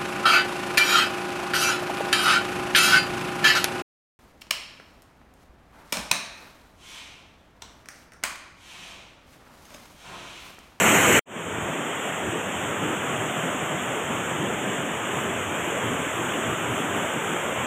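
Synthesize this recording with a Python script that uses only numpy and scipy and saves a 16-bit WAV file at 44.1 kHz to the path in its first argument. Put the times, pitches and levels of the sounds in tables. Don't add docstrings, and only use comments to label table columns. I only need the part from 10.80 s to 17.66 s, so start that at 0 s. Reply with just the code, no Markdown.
import sys
import numpy as np
from scipy import signal
from scipy.fft import rfft, irfft, next_fast_len
from scipy.io import wavfile
from scipy.ndimage import uniform_filter1d, map_coordinates

SR = 44100
rng = np.random.default_rng(int(sys.argv[2]) if len(sys.argv) > 2 else 0)


def generate_wav(sig):
    pcm = np.round(np.clip(np.atleast_2d(sig).T, -1, 1) * 32767).astype(np.int16)
    wavfile.write(sys.argv[1], SR, pcm)


N = 302526

# frequency_hz, relative_density_db
MIST_SPECTRUM = [(8800, -11), (9300, 3), (15500, -5)]
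HOLLOW_SPECTRUM = [(900, -15), (1250, 0), (1600, -1), (2100, -22)]
RUMBLE_SPECTRUM = [(12, -40), (25, -23), (40, -22), (58, -16), (83, -2.5), (120, 2), (170, -26.5)]
SPRAY_SPECTRUM = [(3500, -29), (5200, -1.5), (8800, 3), (9800, -6)]
ROAR_SPECTRUM = [(90, -32), (140, -1), (280, -0.5), (400, -2.5), (700, -26)]
RUSH_SPECTRUM = [(200, -17), (400, -1.5), (600, 0), (880, -3), (1300, -3.5), (2200, -7.5), (3200, -8.5),
                 (4500, -9), (6000, -34)]
FALL_SPECTRUM = [(12, -50), (25, -28), (48, -22), (80, -7.5), (170, 0), (450, 0.5), (950, -4), (2200, -2),
                 (3000, -6), (3500, -13.5), (4200, 9.5), (5400, 0), (7500, -1.5), (12500, 0), (15000, -4)]
# time_s, level_db
FLOW_SWELL = [(.8, -1), (1.6, -0.4), (2.3, 0.64), (3.7, 0), (5, 0.73), (6.2, 1.36), (6.86, 0.5)]
RUMBLE_ENVELOPE = [(.8, -43), (1.2, -53), (1.6, -48), (1.9, -46), (2.4, -43.5), (2.7, -50), (3, -44.5),
                   (4.5, -46), (4.9, -44.5), (5.5, -41), (6.4, -47), (6.86, -46)]
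FALL_ENVELOPE = [(0.0, -17), (0.312, -17.5), (0.368, -16), (0.39, -18)]
# centre_s, change_db
MIST_GUSHES = [(1.26, 4), (4.4, 3)]
RUMBLE_THUMPS = [(1.78, 11), (1.9, 11), (4.83, 5), (5.41, 9), (6.81, 7)]
ROAR_LULLS = [(1.3, -4), (4.19, -7), (4.63, -4), (5.34, -6), (5.78, -4.5), (6.3, -5.5), (6.62, -6.5)]
# frequency_hz, gain_db
HOUSING_RESPONSE = [(3200, 0.5), (3550, -6), (3980, -26), (4400, -34.5), (5300, -27.5), (5700, -20),
                    (6700, -8.5), (7500, -6), (8700, -14), (10000, -19), (12200, -19.5), (13100, -17),
                    (13700, -23), (15300, -19)]
# centre_hz, width_hz, gain_db
PORT_NOTCHES = [(4840, 194, -23.5), (9320, 290, -12), (11400, 320, -6.5), (13900, 400, -2.5)]

CUT_S, FADE_IN_S = 0.3937, 0.4555
BAND_LIMIT_HZ = 15570


def amp(db):
    return 10 ** (np.asarray(db) / 20)


def rms(x):
    return np.sqrt(np.mean(x ** 2) + 1e-20)


def spectrum_db(points, hz):
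    knots_hz, db = np.transpose(points)
    return np.interp(np.log(hz + 1), np.log(knots_hz + 1), db)


def envelope(points):
    return np.interp(np.arange(N) / SR, *np.transpose(points))


def bumps(events, width_s):
    return sum(db * np.exp(-((np.arange(N) / SR - s) / width_s) ** 2) for s, db in events)


def wobble(rate_hz):
    knots = rng.standard_normal(int(N * rate_hz / SR) + 4)
    return map_coordinates(knots, [np.arange(N) * rate_hz / SR])


def filtered(x, response):
    size = next_fast_len(N + 8192)
    return irfft(rfft(x, size) * response(np.fft.rfftfreq(size, 1 / SR)), size)[..., :N]


def microphone_gain(hz):
    notches_db = sum(db * np.exp(-np.abs(hz - centre) / width) for centre, width, db in PORT_NOTCHES)
    return amp(spectrum_db(HOUSING_RESPONSE, hz) + notches_db)


def water_noise(spectrum, patchy_db, burst_db=-12, frame=512):
    cells = signal.stft(rng.standard_normal(N), nperseg=frame)[2]
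    patches = uniform_filter1d(rng.standard_normal(cells.shape), size=4, axis=0)
    patches = uniform_filter1d(patches, size=5, axis=1)
    noise = signal.istft(cells * amp(patchy_db * patches / rms(patches)), nperseg=frame)[1][:N]
    bursts = (rng.random(N) < 3000 / SR) * rng.standard_normal(N)
    mix = noise / rms(noise) + amp(burst_db) * bursts / rms(bursts)
    water = filtered(mix, lambda hz: amp(spectrum_db(spectrum, hz)) * (hz > spectrum[0][0]))
    return water / rms(filtered(water, microphone_gain))


def mist(swell_db, surge):
    level_db = -54 + 3 * swell_db + 0.4 * surge + bumps(MIST_GUSHES, 0.07) + 0.71 * wobble(18)
    return amp(level_db) * water_noise(MIST_SPECTRUM, patchy_db=2.5)


def hollow_wash(swell_db, surge):
    level_db = -44.5 + 5.5 * swell_db + 0.4 * surge
    return amp(level_db) * water_noise(HOLLOW_SPECTRUM, patchy_db=1.5, frame=1024)


def rumble():
    level_db = envelope(RUMBLE_ENVELOPE) + bumps(RUMBLE_THUMPS, 0.028) + 2.5 * wobble(14)
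    return amp(level_db) * water_noise(RUMBLE_SPECTRUM, patchy_db=2, burst_db=-14, frame=2048)


def spray(swell_db, surge):
    return amp(-41.5 + 0.75 * swell_db + 0.3 * surge) * water_noise(SPRAY_SPECTRUM, patchy_db=1)


def air_pockets(count, median_hz, log_spread, cycles):
    when, depth = np.hsplit(rng.random((count, 2)), 2)
    t = np.arange(4000) / SR
    pitch_hz = median_hz * np.exp(log_spread * rng.standard_normal((count, 1)))
    age = pitch_hz * t / cycles
    phase = 2 * np.pi * pitch_hz * t * (1 + 0.064 * age)
    rings = amp(-12 * depth) * age * np.exp(-2 * age) * np.sin(phase)
    samples = (when * N).astype(int) + np.arange(len(t))
    gulps = np.bincount(samples.ravel(), rings.ravel())[:N]
    return gulps / rms(gulps)


def culvert_roar(swell_db, surge):
    churn = water_noise(ROAR_SPECTRUM, patchy_db=2.5, burst_db=-16.5, frame=2048)
    churn += amp(-8.5) * air_pockets(count=600, median_hz=281.3, log_spread=0.401, cycles=6.25)
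    level_db = -33.5 + 0.2 * swell_db + 0.29 * surge + bumps(ROAR_LULLS, 0.042) + 1.6 * wobble(25)
    return amp(level_db) * churn / rms(churn)


def stream_rush(swell_db, surge):
    level_db = -29.5 + 0.64 * swell_db + 0.32 * surge
    return amp(level_db) * water_noise(RUSH_SPECTRUM, patchy_db=1.23, frame=1024)


def far_sluices(fade):
    flow = envelope(FLOW_SWELL), wobble(12)
    bass = fade ** 1.13 * (rumble() + culvert_roar(*flow))
    midrange = fade ** 1.17 * (stream_rush(*flow) + hollow_wash(*flow))
    treble = fade ** 1.2 * spray(*flow) + fade ** 1.3 * mist(*flow)
    return bass + midrange + treble


def near_fall():
    level_db = envelope(FALL_ENVELOPE) + 0.35 * wobble(18.7)
    return amp(level_db) * water_noise(FALL_SPECTRUM, patchy_db=1.6, burst_db=-11)


def scene():
    t = np.arange(N) / SR
    cut_db = np.interp(t - CUT_S, [0, .0004, .006, .014, .03], [0, -24, -30, -60, -120])
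    fade = 1 - np.exp(-np.clip(t - FADE_IN_S, 0, None) / 0.14)
    return (near_fall() * amp(cut_db) + far_sluices(fade))[None]


def record(dry):
    coloured = filtered(dry, microphone_gain)
    return filtered(coloured, lambda hz: np.clip((BAND_LIMIT_HZ - hz) / 120, 0, 1))


dry = scene()
out = record(dry)
generate_wav(out)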